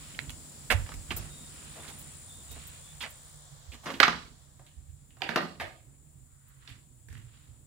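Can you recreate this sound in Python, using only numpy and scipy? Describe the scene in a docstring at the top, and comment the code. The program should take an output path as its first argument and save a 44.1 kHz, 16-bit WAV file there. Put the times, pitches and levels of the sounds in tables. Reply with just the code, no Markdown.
"""Someone walks over a wooden porch, then through a doorway into a bare timber-framed room.
From the start the deck rumbles low, a far engine hums and air and insects hiss: shaped noise and a wavering tone.
Clothes rub, boards knock and soles scuff grit: bursts of grains that ring wood; thin ticks, a buzzer and a bird join.
Indoors the background is quieter and the walls answer each contact, by convolution with scattered tails."""
import sys
import numpy as np
from scipy import signal
from scipy.fft import rfft, irfft, next_fast_len
from scipy.io import wavfile
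from scipy.ndimage import uniform_filter1d

SR = 44100
rng = np.random.default_rng(int(sys.argv[2]) if len(sys.argv) > 2 else 0)


def pcm_store(signal):
    """Save signal as 16-bit PCM."""
    levels = np.round(np.clip(np.atleast_2d(signal), -1, 1) * 32767)
    wavfile.write(sys.argv[1], SR, levels.astype(np.int16).T)


N = 338202   # length of the scene in samples

CHORUS_DB = (-53.5, -66.5, 3.5)   # far insects: dB on the porch, dB indoors, s half way


def from_db(db):
    """Amplitude factor of a level in dB."""
    return 10 ** (np.asarray(db) / 20)


def rms_one(x):
    """Scale to an rms of 1."""
    return x / np.sqrt(np.mean(x ** 2) + 1e-20)


def at_hz(points, hz):
    """Read a curve of (Hz, value) points, straight over log frequency."""
    points = np.array(points)
    return np.interp(np.log(hz), np.log(points[:, 0]), points[:, 1])


def panned(db):
    """Left and right gains that differ by db."""
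    return from_db(np.array([[db / 2], [-db / 2]]))


def drift(rate):
    """Slow random wander of spread 1: noise through two equal low-pass poles at rate Hz."""
    r = np.exp(-80 * np.pi * rate / SR)   # computed on every 40th sample
    noise = rng.standard_normal(N // 40 + 2002)
    slow = signal.lfilter([1], [1, -2 * r, r * r], noise)[2000:]
    return np.interp(np.arange(N) / 40, np.arange(len(slow)), rms_one(slow))


def doorway(porch, indoors, half_way_s):
    """A value that glides from its porch to its indoor setting."""
    time_scale_s = 0.58
    passed = (1 + np.tanh((np.arange(N) / SR - half_way_s) / time_scale_s)) / 2
    return porch + (indoors - porch) * passed


def swell(peak_s, length_s, rise):
    """Bell-shaped rise to the peak, then a bell-shaped fall; rise is a share of the length."""
    t = (np.arange(N) / SR - peak_s) / length_s
    return np.exp(-np.where(t < 0, t / rise, t) ** 2)


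def ring(x, hz, t60):
    """A struck mode that dies by 60 dB in t60 seconds."""
    r, w = from_db(-60 / (t60 * SR)), 2 * np.pi * hz / SR
    return signal.lfilter([0, np.sin(w)], [1, -2 * r * np.cos(w), r * r], x)


def resonance(x, hz, width_hz):
    """A two-pole resonance with gain 1 on top."""
    r = np.exp(-np.pi * width_hz / SR)
    poles = [1, -2 * r * np.cos(2 * np.pi * hz / SR), r * r]
    return signal.lfilter([(1 - r * r) / 2, 0, (r * r - 1) / 2], poles, x)


def band(x, low_hz, high_hz, order=2):
    """Band-pass filter."""
    return signal.sosfilt(signal.butter(order, [low_hz, high_hz], "band", fs=SR, output="sos"), x)


def wide_noise(colour):
    """Stereo noise of a given spectrum and rms 1, with a left-right likeness set for each pitch."""
    # How alike a spread sound is at the two ports. Each row: pitch in Hz, likeness (1 = the same).
    likeness = [(30, 1), (60, 0.97), (130, 0.83), (300, 0.97), (800, 0.048), (2000, 0), (5000, 0.061),
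                (15000, 0.023)]
    size = next_fast_len(N)
    hz = np.maximum(np.fft.rfftfreq(size, 1 / SR), 1)
    mid, side = rfft(rng.standard_normal((2, size)))
    alike = np.clip(at_hz(likeness, hz), -1, 1)
    spectrum = np.sqrt(1 + alike) * mid + np.sqrt(1 - alike) * side * [[1], [-1]]
    return rms_one(irfft(spectrum * colour(hz), size)[:, :N])


def peaks(modes):
    """Spectrum of summed peaks, each given as (Hz, width Hz, dB)."""
    return lambda hz: sum(from_db(db) / (1 + ((hz - top) * 2 / width) ** 2) for top, width, db in modes)


def deck():
    """A steady rumble; as weight lands the floor flexes and swells it around a pitch of its own."""
    # Colour of the rumble. Each row: pitch in Hz, relative level in dB per Hz.
    flex_colour = [(12, -36.5), (20, -13.5), (38, -1.5), (81, 1.5), (130, -5.5), (170, -38), (290, -120)]
    # The floor flexing. Each row: peak in seconds, level in dB, pitch in Hz, width in Hz, length in seconds.
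    landings = [(0.292, -48, 50.2, 50, 0.05), (0.746, -39, 33.5, 24.6, .09),
                (0.749, -31.5, 75.4, 91, 0.056), (0.83, -40, 60, 50, 0.022), (1.101, -50, 29.5, 24.9, 0.12),
                (0.956, -42, 44.7, 40, 0.056), (1.166, -42, 54.2, 79, 0.079),
                (2.52, -53.5, 66.3, 60, 0.095), (3.7, -53, 64.6, 40, 0.045), (4.056, -52.5, 68.8, 59, 0.17),
                (4.785, -49, 70.8, 39.9, 0.023), (4.913, -49.5, 71.1, 40.5, 0.057),
                (5.63, -47, 80.1, 79, 0.052), (6.721, -51, 124.1, 58.63, 0.026),
                (7.13, -44, 115.6, 24.85, 0.13), (7.512, -56, 140.6, 82.5, 0.065)]
    rumble = wide_noise(lambda hz: from_db(at_hz(flex_colour, hz)))
    out = from_db(doorway(-56.5, -60, 3.5)) * rumble
    for s, db, hz, width_hz, length_s in landings:
        flexing = rms_one(resonance(rumble, hz, width_hz))
        out += from_db(db) * swell(s, length_s, rise=0.46) * flexing
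    return out


def engine():
    """A far engine's low order: one sine, wavering in pitch and level, lower in both indoors."""
    hz = doorway(145.9, 137.4, 4.5) + 4.8 * drift(7)
    level_db = doorway(-54.5, -60.5, 2) + 4.4 * drift(19.0)
    return from_db(level_db) * np.sin(2 * np.pi * np.cumsum(hz) / SR)


def air():
    """Rustle, low wash and hiss: bands of noise that flicker a little and drop indoors."""
    # Colour of the rustle. Each row: pitch in Hz, relative level in dB per Hz.
    rustle_colour = [(290, -23), (500, -4.5), (1100, -6), (1800, -10.5), (2600, -21.5), (3400, -7),
                     (5370, -10.5), (7000, -10), (9100, -33.5), (15400, -120)]
    # The rustle's middle band, fairly even on the porch, then dropping away.
    # Each row: time in seconds, level in dB.
    middle_levels = [(0, -66), (0.6, -66), (1.0, -64.5), (2.2, -69), (3.1, -67.5), (3.42, -78.5),
                     (7.6, -85.5)]
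    rustle_db = doorway(-59, -76.5, 4.5) + 0.34 * drift(16)
    rustle = from_db(rustle_db) * wide_noise(lambda hz: from_db(at_hz(rustle_colour, hz)))
    middle_db = np.interp(np.arange(N) / SR, *np.transpose(middle_levels)) + 2.3 * drift(7.9)
    middle = from_db(middle_db) * wide_noise(peaks([(2360, 2450, 0)]))
    wash_db = doorway(-55.5, -68, 2.5) + 2 * drift(3.15)
    wash = from_db(wash_db) * wide_noise(peaks([(150.0, 61, 5.0), (238, 160, 2.5), (372.2, 2200, -9.5)]))
    hiss_db = doorway(-62, -73, 3.5) + 0.714 * drift(11)
    hiss = from_db(hiss_db) * wide_noise(peaks([(9440, 610, -9.0), (14680, 2800, -11)]))
    leaves_db = doorway(-63, -89.5, 2.5) + 1.0 * drift(8)   # a brighter rustle
    leaves = from_db(leaves_db) * wide_noise(peaks([(5000, 1930, 0)]))
    return rustle + middle + wash + hiss + leaves


def far_insects():
    """Far crowds blur into two bands of noise; uneven chirps ring within the lower one."""
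    # The main chorus. Each row: pitch in Hz, width in Hz, relative level in dB.
    chorus_peaks = [(7227, 620, -1.5), (7770, 860, -5)]
    # A higher chorus. Each row: pitch in Hz, width in Hz, relative level in dB.
    upper_peaks = [(9220, 1000, 4.5), (9990, 300, 0)]
    chorus_db = doorway(*CHORUS_DB)
    chorus = from_db(chorus_db + 0.46 * drift(30)) * wide_noise(peaks(chorus_peaks))
    upper = from_db(doorway(-57, -70, 2.5)) * wide_noise(peaks(upper_peaks))
    chirp_hz, chirps_per_s, chirp_db = 7980, 36, -13   # dB re the chorus
    clicks = (rng.random(N) < chirps_per_s / SR) * rng.uniform(0.34, 1, N) + 1e-18
    chirps = rms_one(resonance(resonance(clicks, chirp_hz, 160), chirp_hz, 200))
    return chorus + upper + from_db(chorus_db + chirp_db) * chirps


def clothes():
    """Fabric brushes as the legs swing: a low and a high rub of noise under flickering swells."""
    # Each row: peak in seconds, level in dB, length in seconds, tilt toward the low rub in dB.
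    swings = [(0.07, -57, 0.16, -7), (1.18, -53.5, 0.11, -2), (1.74, -57, 0.39, -5.5),
              (2.613, -59, 0.21, -8.5), (6.355, -81, 0.14, 14), (6.505, -71.5, 0.077, 3.5),
              (6.682, -61.5, 0.091, -0.5), (7.146, -65.5, 0.062, -7.5), (7.368, -68, 0.18, -5.5)]
    low = wide_noise(peaks([(1275, 880, 3), (1960, 150, -7)]))
    high = wide_noise(peaks([(3120, 3400, 0)]))
    rubbing = 0
    for s, db, length_s, tilt_db in swings:
        rub = from_db(db + tilt_db / 2) * low + from_db(db - 2.5 - tilt_db / 2) * high
        rubbing = rubbing + swell(s, length_s, rise=0.78) * rub
    return band(rubbing * from_db(1.6 * drift(60)), 1100, 8300)


def contacts(rows, grit, rise_ms, fall, width_share, settle, sink, floor_share, direct):
    """Each contact is a burst of grains that sounds directly, rings the boards and pushes the joists.
    Rows of the result: left, right, then two other directions that only reach the walls."""
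    # Modes of the boards. Each row: pitch in Hz, level in dB before a random change, dying time (t60) in seconds.
    board_modes = [(640, 1.5, 0.013), (768, 6, 0.028), (924, 2.5, 0.021), (1235, 1.5, 0.03),
                   (1676, -1, 0.0046)]
    # Modes of the hollow under the floor. Each row: pitch in Hz, level in dB, dying time (t60) in seconds.
    joist_modes = [(171.6, -10.5, 0.27), (239.5, 2, 0.045), (332, -9, 0.043), (427, -3.5, 0.03)]
    out, t = np.zeros((4, N + SR)), np.arange(SR // 4) / SR
    for s, peak_db, hz, boards_db, treble_db, boom_db, contact_ms in rows:
        through = t / (max(contact_ms, .4) / 1000)
        lumps_db = grit * np.minimum(rng.exponential(1, len(t)), 5)
        grains = rng.standard_normal((4, len(t))) * from_db(lumps_db)
        force = (1 - np.exp(-t * 1000 / rise_ms)) * np.exp(-through ** fall)
        own = grains * force + 1e-18   # unalike in every direction
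        burst = np.array([own[0], 0.77 * own[0] + 0.7 * own[1], own[2], own[3]])   # left and right partly alike

        # as the weight comes down the ring sinks and moves into the boards
        weight = np.clip(settle * through, 0, 1)
        light = burst * (1 - weight)
        ringing = resonance(light, hz, width_share * hz)
        ringing = ringing + resonance(burst * weight, sink * hz, width_share * hz)
        body = band(ringing + direct * light, max(floor_share * hz, 350), 4800, order=3)

        boards, board_push = 0, own[[0, 0, 2, 3]] * (0.1 + weight)
        for mode_hz, db, t60 in board_modes:
            boards = boards + from_db(db + rng.normal(0, 2.5)) * ring(board_push, mode_hz, t60)
        boards = band(boards, 280, 8200)
        # high pitches reach the two ports unalike, rolling off above 6960 Hz
        treble = band(band(own, 3700, 18000), 500, 6960, order=1)
        push = (0.4 + rng.standard_normal(len(t))) * force + 1e-18
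        boom = sum(from_db(db) * ring(push, mode_hz, t60) for mode_hz, db, t60 in joist_modes)
        boom = band(boom, 170, 900, order=3)

        parts = zip((body, boards, treble, boom), (0, boards_db, treble_db, boom_db))
        sound = sum(from_db(db) * part / np.abs(part).max() for part, db in parts)
        sound[:2] *= panned(3 * rng.standard_normal())   # falls a little left or right at random
        start = round((s - 2 * rise_ms / 1000) * SR)   # the force starts to rise just before the onset
        out[:, start:start + len(t)] += from_db(peak_db) * sound
    return out[:, :N]


def knocks():
    """Short knocks on loose boards: the force jumps up fast and has a long thin tail."""
    # Each row: onset in seconds, peak of the body in dB, first ring in Hz, then boards, treble and boom
    # in dB re that peak, contact time in ms (at least 0.4 is used).
    knock_rows = [(0.148, -40, 3020, -23, -5, -39, 3.3), (0.1912, -18, 2140, -20.5, -17, -38, 0.25),
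                  (0.199, -32, 2300, -25, -19, -24, 1.2), (0.296, -28.5, 2640, -19, -1, -39, 0.91),
                  (0.304, -32.5, 2800, -28, 1, -35, 1.3), (0.864, -39, 985, -22, -17, -32, 6.9),
                  (0.891, -32, 880, -9, -30, -16, 3.5), (0.919, -34.5, 1200, -20, -9, -33, 5.4),
                  (0.94, -38.5, 2500, -18, 3, -7.5, 4.2), (1.166, -40, 640, -10, 6, -7, 18),
                  (3.903, -25.5, 990, -14, -41, -12, 6.9), (3.94, -30.5, 2840, -18, -20, -3.5, 6.5),
                  (4.002, 0.5, 1410, -14.5, -16, -42, 1.8), (4.031, -1, 1257, -17, -24, -34.5, 3.8),
                  (4.081, -8.5, 1130, -19.5, -22.5, -14.5, 2), (4.595, -50, 820, 0.5, -4.5, -25, 3.5),
                  (4.665, -48.5, 3430, -35, -5, -29, 7.5), (5.106, -51.5, 2813, -28.5, -9, -26, 2.35),
                  (5.17, -45.5, 1120, -6, -15, -14, 2.7), (5.207, -45, 800, 3, -20, -21, 4.7),
                  (5.22, -17.5, 2110, -7, -14.5, -31, 1.34), (5.291, -19, 1440, -6, -15, -12.5, 3.3),
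                  (5.36, -9.5, 1380, -8.5, -14.5, -14.5, 2.4), (5.6, -30, 1090, -8, -19, -26.5, 2.3),
                  (6.677, -34.5, 3637, -25, -19, -28, 1.5), (6.7, -46.5, 1980, -25, -4, -15, 2.5),
                  (7.086, -44.5, 1614, -23, -1, -12, 2.9), (7.104, -48, 2790, -28.5, -6, -16, 1.2),
                  (7.128, -42.5, 1500, -28, 0, -9, 1.7), (7.153, -42, 1963, -30, -17, -16, 1.53),
                  (7.169, -45, 1880, -30, -8, -16, 1.97), (7.179, -49, 3470, -30, 3, -18, 1.1)]
    return contacts(knock_rows, grit=1.3, rise_ms=0.59, fall=0.61, width_share=0.4,
                    settle=0.062, sink=0.49, floor_share=.45, direct=.33)


def scuffs():
    """Soles scuffing over grit: coarser grains under a force that holds, then stops abruptly."""
    # Each row: onset in seconds, peak of the body in dB, first ring in Hz, then boards, treble and boom
    # in dB re that peak, contact time in ms.
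    scuff_rows = [(0.705, -9.5, 1770, -15, -7, -23.5, 31.3), (1.109, -20, 2360, -14, -8.5, -12, 22),
                  (1.759, -37, 570, -29, -3, -9.5, 79), (1.832, -41, 1250, -33, -2, -32, 72),
                  (1.88, -37, 3810, -6.5, 1, -15, 41), (2.51, -45, 3740, -5, 8, -5, 32),
                  (2.563, -41, 711, -20, -12, -6, 24), (3.009, -23.5, 3150, -23, -8.5, -26, 37),
                  (3.035, -26, 1870, -27, -27, -26, 46), (3.722, -35.5, 2773, -8, -4.5, -14.5, 45),
                  (3.838, -39, 870, -10.5, 5, -14.5, 160), (3.86, -24, 1012, -23.5, -27.5, -10.5, 59),
                  (5.365, -18.5, 900, -5, -29, -14, 21.3), (5.602, -23.5, 1700, -5.5, -10, -29, 28.2),
                  (6.685, -45, 2600, -30, -3, -9.5, 28)]
    return contacts(scuff_rows, grit=3.5, rise_ms=2.1, fall=5.0, width_share=0.5,
                    settle=0.95, sink=0.35, floor_share=.25, direct=.28)


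def reverberate(directions, tails):
    """Convolve each direction with its own stereo tail, scaled to a set total energy, and sum."""
    tails = tails / np.sqrt(np.sum(tails ** 2) / 2)
    return signal.oaconvolve(directions[None], tails, axes=2).sum(axis=1)[:, :N]


def room(feet):
    """Bare studs scatter each direction into a dense tail that builds up, then dies band by band.
    The porch wall and roof answer with a tail that dies much sooner."""
    # How the room dies away. Each row: pitch in Hz, dying time (t60) in seconds.
    room_t60 = [(150, 0.99), (300, 0.49), (1000, 0.36), (3000, 0.36), (6000, 0.51), (11000, 0.35),
                (15000, 0.38)]
    t, edges = np.arange(SR * 3 // 4) / SR, 180 * 2 ** np.arange(0, 6.5, .8)   # s, Hz
    white = wide_noise(np.ones_like)[:, :3 * len(t)].reshape(2, 3, -1)   # ear, direction, time
    tail = 0
    for low, high in zip(edges, edges[1:]):
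        lumps_db = 3.0 * rms_one(uniform_filter1d(rng.standard_normal(len(t)), size=600))   # separate studs stand out
        dying_db = -60 * t / at_hz(room_t60, np.sqrt(low * high))
        tail = -tail + band(white, low, high) * from_db(lumps_db + dying_db)   # signs alternate: no gap at the edges
    tail = tail * (1 - np.exp(-(t / 0.012) ** 2))
    porch_tail = (tail * from_db(-60 * t / 0.055))[:, :1, :SR // 4]   # 60 dB more loss every 0.055 s
    indoors = feet[1:] * from_db(doorway(-15.5, -3, 4))
    outdoors = feet[2:3] * from_db(doorway(-12, -30.5, 4))
    return reverberate(indoors, tail) + reverberate(outdoors, porch_tail)


def ticks():
    """Thin ticks: short dying noise bursts of the highest treble."""
    # Each row: start in seconds, peak in dB.
    tick_rows = [(1.163, -21.5), (1.985, -34), (2.005, -38), (2.512, -34), (2.669, -33.5), (3.099, -36),
                 (6.479, -48)]
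    out, t = np.zeros((2, N)), np.arange(SR // 8) / SR
    for s, db in tick_rows:
        treble = band(rng.standard_normal((2, len(t))), 12500, 21600)
        burst = treble * t * from_db(-60 * t / 0.045)   # swells over a few ms, then dies
        start = round(s * SR)
        out[:, start:start + len(t)] += from_db(db) * burst / np.abs(burst).max()
    return out


def near_buzzer():
    """One near insect: a tone and a noise band that throb together at the wing rate."""
    top_hz, wing_hz = 9314, 63.7
    start_s, loudest_s, end_s, trail_s = 1.18, 1.97, 3.7, 0.36   # the song trails off before its end
    t = np.arange(N) / SR
    wing = np.cumsum(wing_hz + .15 * drift(2)) / SR % 1
    throb = np.exp(-((wing - .3) / 0.26) ** 2) + .5 * np.exp(-((wing - .63) / 0.028) ** 2)
    pitch = top_hz + 17.0 * drift(22) - 350 * (1 - np.minimum(throb, 1)) ** 2   # each stroke starts and ends flat
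    tone = np.sin(2 * np.pi * np.cumsum(pitch) / SR)
    rasp = 0.37 * rms_one(resonance(rng.standard_normal(N), top_hz - 150, 160))
    level_db = -55.5 - np.interp(t, [start_s, loudest_s, end_s], [4.5, 0, 6.5])   # softer at both ends
    singing = (t > start_s) * np.clip((end_s - t) / trail_s, 0, 1)
    return from_db(level_db) * singing * rms_one(throb * (tone + rasp))


def bird():
    """Faint whistles: slightly warbling sines with soft ends that slide into their pitch."""
    # Each row: start in seconds, length in seconds, pitch in Hz, slide up into it in Hz, level in dB,
    # loss over the note in dB.
    notes = [(1.28, 0.23, 3720, 67, -58.5, 4), (1.773, 0.18, 3690, 410, -57, 5),
             (2.277, 0.17, 3620, 25, -54, 9), (2.479, 0.092, 3810, 240, -56, -3),
             (2.81, 0.13, 3500, 130, -62, -3)]
    out, t = np.zeros(N), np.arange(N) / SR
    warble = 75 * drift(120)   # Hz
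    for s, length_s, hz, slide_hz, db, fade_db in notes:
        ends = np.clip(np.minimum(t - s, s + length_s - t) / 0.035, 0, 1)
        pitch = hz - slide_hz * np.exp(-np.abs(t - s) / 0.033) + warble
        level_db = db - fade_db * np.clip((t - s) / length_s, 0, 1)
        out += ends * from_db(level_db) * np.sin(2 * np.pi * np.cumsum(pitch) / SR)
    return out * from_db(2.5 * drift(40))


def scene():
    """The background, the walker with the answering walls, and the passing small sounds."""
    background = deck() + engine() + air() + far_insects()
    feet = knocks() + scuffs()
    walker = clothes() + feet[:2] + room(feet)
    return background + walker + ticks() + near_buzzer() + bird()


def record(dry):
    """The two ports differ in level and phase; the highest peaks are rounded and the top is cut."""
    # The two microphone ports. Each row: pitch in Hz, left minus right in dB, lead of the left in radians.
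    ports = np.array([(30.55, -4, 1.9), (60, -10, 0.93), (114, -8, 0.62), (256.5, -3.5, 0.65),
                      (469, -2.5, -0.8), (930, -2, 0.36), (1440, -3.5, -0.88), (1904, -9, -1.3),
                      (2965, -6.5, 0.68), (4300, -3.5, -2.2), (6300, 4.5, 0.035), (14830, 1, 0.32)])
    size = next_fast_len(N)
    hz = np.maximum(np.fft.rfftfreq(size, 1 / SR), 1)
    gain = from_db(at_hz(ports[:, :2], hz) / 2)
    left = gain * np.exp(.5j * at_hz(ports[:, ::2], hz))   # each port takes half the difference
    heard = irfft(rfft(dry, size) * [left, 1 / left], size)[:, :N]
    rounded = 1.6 * np.tanh(heard / 1.6)
    return signal.sosfilt(signal.ellip(10, .5, 60, 15800, fs=SR, output="sos"), rounded)   # cut above 15800 Hz


dry = scene()
out = record(dry)
pcm_store(out)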